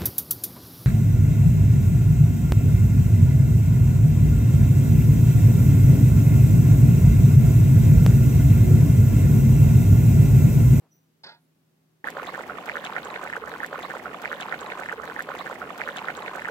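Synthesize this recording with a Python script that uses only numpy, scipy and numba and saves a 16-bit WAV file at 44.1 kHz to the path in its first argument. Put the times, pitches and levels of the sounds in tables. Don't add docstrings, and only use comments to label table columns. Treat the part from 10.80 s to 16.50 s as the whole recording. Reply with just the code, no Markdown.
import sys
import numpy as np
from scipy import signal
from scipy.fft import rfft, irfft
from scipy.io import wavfile
from numba import njit

SR = 44100
rng = np.random.default_rng(int(sys.argv[2]) if len(sys.argv) > 2 else 0)


def pcm_store(signal):
    levels = np.round(np.clip(np.atleast_2d(signal), -1, 1) * 32767)
    wavfile.write(sys.argv[1], SR, levels.astype(np.int16).T)


N = 251370

# time in s, pitch in Hz, peak in dB, length in cycles (1.1 at least).
BUBBLES = [(1.2439, 1760, -19.5, 1.8), (1.273, 1600, -17, 1.9), (1.2756, 11300, -34, 2.8),
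           (1.2775, 1420, -22.0, 1.5), (1.2862, 1750, -17, 1.5), (1.3039, 7990, -41, 1.2),
           (1.3693, 590, -26.5, 1.6), (1.3702, 1440, -20.5, 0.89), (1.3785, 544, -35, 1.7),
           (1.3838, 930, -23, 1.2), (1.3916, 1430, -32, 4.9), (1.399, 1300, -25, 2.1),
           (1.425, 486, -31.5, 1.1), (1.4323, 900, -23, 0.88), (1.4705, 3540, -27.5, 1.7),
           (1.4736, 3940, -35.5, 1.7), (1.4916, 1190, -27, 2.4), (1.542, 1520, -23, 0.96),
           (1.5487, 1680, -20.5, 1), (1.5794, 1020, -22, 0.98), (1.5923, 1400, -24, 1.6),
           (1.609, 940, -28, 1.4), (1.6223, 7940, -37.5, 1.6), (1.6984, 1370, -22, 3),
           (1.7049, 716, -32, 2.4), (1.707, 1380, -26, 2.2), (1.7442, 430, -40, 3),
           (1.7851, 1190, -24, 2.1), (1.861, 12200, -45, 1.3), (1.8827, 1410, -22.5, 1.2),
           (1.8904, 2400, -30, 1.5), (1.8971, 1780, -14, 1), (1.9179, 2320, -25.5, 1.8),
           (1.9355, 546, -36, 2.2), (1.9567, 1560, -19, 1.4), (1.9692, 1730, -15.5, 1.2),
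           (1.9732, 1420, -24, 2.3), (1.9947, 580, -31, 1.7), (2.0428, 1610, -26, 2.4),
           (2.0489, 6630, -30, 1.6), (2.049, 2830, -27.5, 1.2), (2.0526, 3400, -22.5, 1.6),
           (2.0528, 8150, -48.5, 3.3), (2.065, 2730, -24.5, 0.49), (2.0717, 2400, -22.5, 1),
           (2.0985, 920, -24, 1.6), (2.1263, 1230, -22, 1.2), (2.1648, 1860, -15, 1.6),
           (2.167, 1460, -19.5, 1.4), (2.1698, 1430, -34, 1.9), (2.1789, 7330, -49, 2.1),
           (2.1823, 2150, -22, 1.7), (2.185, 1520, -23.0, 2.2), (2.25, 7040, -30, 2.3),
           (2.2564, 650, -38.5, 1.8), (2.2688, 1080, -32.0, 5.7), (2.286, 830, -34.5, 2.5),
           (2.3037, 3900, -36.5, 3.7), (2.3089, 1180, -31.5, 2), (2.33, 1020, -28.5, 2.4),
           (2.3417, 2330, -23.5, 1.8), (2.3587, 1830, -24, 1.3), (2.3615, 1650, -20, 0.65),
           (2.394, 1010, -27, 1.5), (2.414, 1110, -26.5, 1.2), (2.4326, 1450, -26, 1.1),
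           (2.449, 1320, -32.5, 2.8), (2.4525, 1390, -27, 2.1), (2.4629, 1540, -28, 1.6),
           (2.4752, 2150, -21.5, 1.6), (2.5005, 1680, -22, 1.8), (2.5281, 1860, -18.5, 1.2),
           (2.5354, 1880, -20, 2.8), (2.557, 1270, -26.5, 1.9), (2.5668, 1520, -18, 2.1),
           (2.6233, 450, -34.5, 2.8), (2.675, 1720, -24.5, 1.6), (2.7176, 1590, -23, 1),
           (2.7291, 453, -37, 2.8), (2.7535, 1420, -29, 3)]
# pitch in Hz, added level in dB.
SIMMER_SIZE = [(300, -23.5), (480, -6.5), (1300, -2), (2400, -6), (3800, 1.5), (5500, -11.5), (7600, 0.5),
               (9300, -20), (12000, -6.5), (15800, 2.5)]
# centre in s, half length in s, change in dB.
LULLS = [(1.318, 0.042, -5), (1.516, 0.0061, -15), (1.656, 0.039, -1.5), (1.998, .008, -10),
         (2.511, 0.017, -4.5), (2.591, 0.0078, -12), (2.774, 0.0081, -3.5)]
# time in s, level in dB.
SPRAY_LEVEL = [(1.24, -55.5), (1.33, -56.5), (1.47, -50), (1.65, -55.5), (1.93, -52.5), (2.25, -53),
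               (2.5, -52.5), (2.64, -59), (2.72, -51), (2.8, -52)]
# pitch in Hz, lag in s.
PORT_LAG = [(500, 0.000059), (1100, 0.000048), (1750, 0.00017), (2800, 0.000242)]
# pitch in Hz, left minus right in dB.
PORT_BALANCE = [(200, -12), (700, 0.5), (1300, -5), (2400, -8), (4400, 5), (8000, -1)]
# time in s, gate level in dB.
SPITS = [(1.2753, -43.5), (1.3033, -30.5), (1.4314, -37), (1.4663, -50), (1.5332, -44.5), (1.678, -40.5),
         (1.859, -35.5), (1.9637, -39), (2.048, -40), (2.1338, -46), (2.4397, -33.5), (2.563, -37.5),
         (2.6939, -38.5), (2.781, -40)]
# frequency in Hz, relative density in dB per Hz.
SPIT_COLOUR = [(2500, 3), (5000, -0.5), (7600, 0.5), (9300, -8.5), (12000, -0.5), (15800, -10.5)]
STEAM_COLOUR = [(100, -4), (2000, 10.5), (3700, -0.5), (5500, -9.5), (7600, -9.5), (9300, -22),
                (12000, -12.5), (15800, -40)]
FLAME_COLOUR = [(25, -49), (52, -45), (68, 0.5), (85, -13.5), (125, -7), (165, 1.5), (290, -1), (420, -2.5),
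                (1500, -36.5)]
KITCHEN_COLOUR = [(25, -39), (80, -25), (130, -10.5), (300, -14.5), (486, -22), (1000, -28.5),
                  (8300, -39.5), (15800, -40)]
# frequency in Hz, relative gain in dB, T60 in s.
PAN_MODES = [(720, 3, 0.13), (863, 7, 0.091), (933, 7.5, 0.08), (1065, 0, 0.097), (1230, -4, 0.078),
             (1410, 1.5, 0.14), (1510, 10, 0.04), (1644, 12.5, 0.039), (1860, 6, 0.045), (2070, 2, 0.052),
             (2460, 3, 0.045)]
# centre in Hz, width in Hz, level in dB.
HUM_BANDS = [(239, 6.7, -86.5), (263, 11, -80.5), (362, 45, -81), (11900, 500, -90.5)]
# start in s, length in s (decays by e^2.4), centre in Hz, level before fading in dB.
SQUEAK = [(0.108, 0.11, 5890, -61.5), (.11, 0.11, 11800, -73), (0.127, 0.17, 14700, -70)]

BOIL_START_S, ROUND_SAMPLES = 1.2415, 68796
SIMMER_PER_S, SIMMER_DB, SIMMER_SCATTER_DB, SPRAY_SCATTER_DB = 2000, -39.5, 3, 2.0
SWARM_DB, SWARM_LEAD_S, SWARM_DECAY_S = -23.5, 0.0066, 0.01
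SWARM_SHARE, SPRAY_SHARE, STEAM_SHARE, SPIT_TILT_DB_PER_OCTAVE = .3, 0.34, 0.49, 9.5
PORT_LAG_SPREAD, PORT_PLACE_DB = 0.49, 12
SPIT_RISE_S, SPIT_DECAY_S, SPIT_HISS_DB = 0.00051, 0.0019, -5.0
SMALL_SPITS_PER_S, SMALL_SPIT_DB, SMALL_SPIT_SCATTER_DB = 89, -59, 6
PAN_ECHO_DB, PAN_ECHO_T60_S = -12, .04
FULL_PAN_HZ, FULL_PAN_T60_S, FULL_PAN_DB = 447, 0.064, -58.5
STEAM_RE_SPRAY_DB, FLAME_DB = 0.5, -48
RATTLE_START_S, BOUNCES, BOUNCE_GAP_S, BOUNCE_S = .435, 5, .026, 0.008
BOUNCE_DB, BOUNCE_STEP_DB, RIM_HZ, RIM_WIDTH_HZ = -46.5, -1, 4700, 700
SCRAPE_DB, SCRAPE_HOLD_S, SCRAPE_FADE_S, SCRAPE_BOUNCE_SHARE = -51, 0.014, 0.079, 0.22
KITCHEN_DB, HUM_HZ, HUM_DB, HUM_WOBBLE_RE_HUM_DB = -69, 157.5, -70, -21
SLOSH_S, SLOSH_DB, SLOSH_SWELL_S, SLOSH_FADE_S = 0.043, -65, 0.032, 0.042
RUSTLE_S, RUSTLE_HALF_S, RUSTLE_HZ, RUSTLE_DB = 0.63, .04, 10500, -82
TOP_HZ = 15950


def boiling():
    loud = burst(*np.array(BUBBLES, float).T, .12)
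    highpass = signal.butter(2, 150, "high", fs=SR, output="sos")
    bubbles = signal.sosfilt(highpass, loud + simmer() + spits())
    one_round = bubbles + pan_echo(bubbles) + full_pan_boom(loud) + steam() + flame()
    return np.tile(one_round, 3)[:, :N - int(BOIL_START_S * SR)]


def burst(s, hz, db, cycles, scatter):
    cycles = np.maximum(cycles, 1.1)
    lag_luck, turn_luck, place_luck = scatter * rng.standard_normal((len(s), 3)).T
    half_lag_s = on_log(PORT_LAG, hz) * (1 + PORT_LAG_SPREAD * lag_luck) / 2
    place_db = PORT_PLACE_DB * place_luck * np.minimum(hz / 1500, 1)
    pan_db = on_log(PORT_BALANCE, hz) + place_db
    ports = []
    for side in (-1, 1):
        at = (s - BOIL_START_S + side * half_lag_s) * SR
        gain = undb(db - side * pan_db / 2)
        ports.append(blips(ROUND_SAMPLES, at, hz, gain, cycles, 2 * np.pi * turn_luck, 0.54, 0.005))
    return np.array(ports)


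@njit
def blips(size, at, hz, gain, cycles, turn, rise, glide):
    out = np.zeros(size)
    for e in range(len(at)):
        tau = cycles[e] * SR / hz[e]
        first = max(int(at[e] - 3 * rise * tau), 0)
        last = min(int(at[e] + 5 * tau), size)
        for i in range(first, last):
            u = (i - at[e]) / tau
            env = np.exp(-.5 * (u / rise) ** 2) if u < 0 else np.exp(-u / 2 - u * u / 4)
            out[i] += gain[e] * env * np.sin(turn[e] + 2 * np.pi * cycles[e] * u * (1 + glide * u / 2))
    return out


def simmer():
    when, pitch, size = rng.random((int(SIMMER_PER_S * ROUND_SAMPLES / SR), 3)).T
    s = BOIL_START_S + when * ROUND_SAMPLES / SR
    hz = 300 * 53 ** pitch
    luck = -np.log(1 - .96 * size)
    lull_db = sum(db * np.exp(-((s - at) / half) ** 2) for at, half, db in LULLS)
    coarse_db = SIMMER_DB + lull_db + SIMMER_SCATTER_DB * luck + SWARM_SHARE * stir_db(s)
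    fine_db = spray_db(s, SPRAY_SHARE) + SPRAY_SCATTER_DB * luck
    fine = np.clip(np.log2(hz / 2000) / 1.02, 0, 1)
    db = (1 - fine) * coarse_db + fine * fine_db + on_log(SIMMER_SIZE, hz)
    cycles = 1.3 * np.exp(0.35 * rng.standard_normal(len(s)))
    return burst(s, hz, db, cycles, 1)


def spits():
    when, size = rng.random((int(SMALL_SPITS_PER_S * ROUND_SAMPLES / SR), 2)).T
    s, db = np.transpose(SPITS)
    at = np.append(when * ROUND_SAMPLES, (s - BOIL_START_S) * SR).astype(int)
    small_db = SMALL_SPIT_DB - SMALL_SPIT_SCATTER_DB * np.log(1 - .95 * size)
    gain = undb(np.append(small_db, db))
    bright = np.append(rng.random(len(when)), np.full(len(s), .5))
    hiss = level(noise(SPIT_COLOUR, ROUND_SAMPLES, 4900), SPIT_HISS_DB)
    low = signal.sosfiltfilt(signal.butter(4, 9300, fs=SR, output="sos"), hiss)
    u = np.arange(-400, 401) / SR
    shape = np.exp(-np.abs(u) / np.where(u < 0, SPIT_RISE_S, SPIT_DECAY_S))

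    def gate(share):
        return signal.fftconvolve(np.bincount(at, 2 * share * gain, ROUND_SAMPLES), shape, "same")

    return gate(1 - bright) * low + gate(bright) * (hiss - low)


def stir_db(s, tilt_db=0):
    stir = 0
    for at, hz, db, _ in BUBBLES:
        strength = undb(db - SWARM_DB + tilt_db * np.log2(hz / 1500))
        stir = stir + strength * np.exp(-np.abs(s - at) / np.where(s < at, SWARM_LEAD_S, SWARM_DECAY_S))
    return 20 * np.log10(1 + stir)


def spray_db(s, share):
    return np.interp(s, *np.transpose(SPRAY_LEVEL)) + share * stir_db(s, SPIT_TILT_DB_PER_OCTAVE)


def pan_echo(bubbles):
    t = np.arange(int(.08 * SR)) / SR
    echo = noise([(20, 0), (20000, 0)], len(t), 1000) * undb(-60 * t / PAN_ECHO_T60_S) * (t > .002)
    echo = echo * undb(PAN_ECHO_DB) / np.sqrt(np.sum(echo ** 2, axis=1, keepdims=True))
    return signal.fftconvolve(bubbles, echo, axes=1)[:, :ROUND_SAMPLES]


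def full_pan_boom(loud):
    return level(ring(np.diff(loud, prepend=0), FULL_PAN_HZ, FULL_PAN_T60_S), FULL_PAN_DB)


def steam():
    s = BOIL_START_S + np.arange(ROUND_SAMPLES) / SR
    surge = undb(spray_db(s, STEAM_SHARE))
    return surge * level(noise(STEAM_COLOUR, ROUND_SAMPLES, 1000), STEAM_RE_SPRAY_DB)


def flame():
    return level(noise(FLAME_COLOUR, ROUND_SAMPLES, 1700), FLAME_DB)


def spatula():
    t = np.arange(N) / SR - RATTLE_START_S
    taps = [t - .009 - k * BOUNCE_GAP_S for k in range(BOUNCES)]
    bounce = [np.exp(-(u / np.where(u < 0, .008, BOUNCE_S)) ** 2) * (t > 0) for u in taps]
    chatter = sum(undb(BOUNCE_DB + k * BOUNCE_STEP_DB) * b for k, b in enumerate(bounce))
    fade = np.exp(-(np.maximum(t - SCRAPE_HOLD_S, 0) / SCRAPE_FADE_S) ** 2)
    bumps = 1 - SCRAPE_BOUNCE_SHARE + SCRAPE_BOUNCE_SHARE * sum(bounce)
    scrape = undb(SCRAPE_DB) * np.clip(t / 0.0015, 0, 1) * fade * bumps
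    scratch = scrape * band(1550, 2750)
    body = sum(undb(db) * ring(scratch, hz, t60_s) for hz, db, t60_s in PAN_MODES)
    rim = chatter * fade * band(RIM_HZ, RIM_WIDTH_HZ, order=3)
    first_hit = undb(-16.5) * bounce[0] * scrape * band(6400, 3000)
    rasp = scrape * band(3920, 1000)
    left = undb(-41.0) * body + undb(-29) * scratch + rim + first_hit + rasp
    return np.array([left, undb(3) * np.roll(left, 6)])


def kitchen():
    room = level(noise(KITCHEN_COLOUR, N, 420), KITCHEN_DB)
    return room + hum() + squeak() + slosh() + rustle()


def hum():
    t = np.arange(N) / SR
    sine = np.sqrt(2) * np.sin(2 * np.pi * HUM_HZ * t)
    tone = undb(HUM_DB) * (sine + undb(HUM_WOBBLE_RE_HUM_DB) * band(HUM_HZ, 30))
    return tone + sum(undb(db) * band(hz, width_hz) for hz, width_hz, db in HUM_BANDS)


def squeak():
    t = np.arange(N) / SR
    out = np.zeros(N)
    for s, length_s, hz, db in SQUEAK:
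        env = np.clip((t - s) / 0.017, 0, 1) * np.exp(-np.abs(t - s) / length_s * 2.4)
        out += undb(db) * band(hz, 160) * env
    return out


def slosh():
    t = np.arange(N) / SR - SLOSH_S
    env = np.exp(-(t / np.where(t < 0, SLOSH_SWELL_S, SLOSH_FADE_S)) ** 2)
    return undb(SLOSH_DB) * env * band(520, 760)


def rustle():
    t = np.arange(N) / SR - RUSTLE_S
    return undb(RUSTLE_DB) * np.exp(-(t / RUSTLE_HALF_S) ** 2) * band(RUSTLE_HZ, 2400)


def ring(x, hz, t60_s):
    pole = np.exp(2j * np.pi * hz / SR - np.log(1000) / (t60_s * SR))
    return signal.lfilter([1], [1, -pole], x).imag


def noise(spectrum, size, alike_hz):
    hz = np.arange(size // 2 + 1) * SR / size
    mid, side = rfft(rng.standard_normal((2, size)))
    apart = np.maximum(hz / np.hypot(hz, alike_hz), .22)
    pair = np.array([mid + apart * side, mid - apart * side])
    return irfft(undb(on_log(spectrum, hz)) * pair, size)


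def band(hz, width_hz, order=2):
    edges_hz = [hz - width_hz / 2, hz + width_hz / 2]
    sos = signal.butter(order, edges_hz, "band", fs=SR, output="sos")
    return level(signal.sosfilt(sos, rng.standard_normal(N)), 0)


def on_log(table, hz):
    f, v = np.transpose(table)
    return np.interp(np.log(np.maximum(hz, 1)), np.log(f), v)


def level(x, db):
    return x * undb(db) / np.sqrt(np.mean(x ** 2))


def undb(db):
    return 10 ** (np.asarray(db) / 20)


def scene():
    start = int(BOIL_START_S * SR)
    quiet = (kitchen() + spatula())[:, :start]
    return np.concatenate([quiet, boiling()], axis=1)


def record(dry):
    return signal.sosfilt(signal.ellip(10, .2, 60, TOP_HZ, fs=SR, output="sos"), dry)


dry = scene()
out = record(dry)
pcm_store(out)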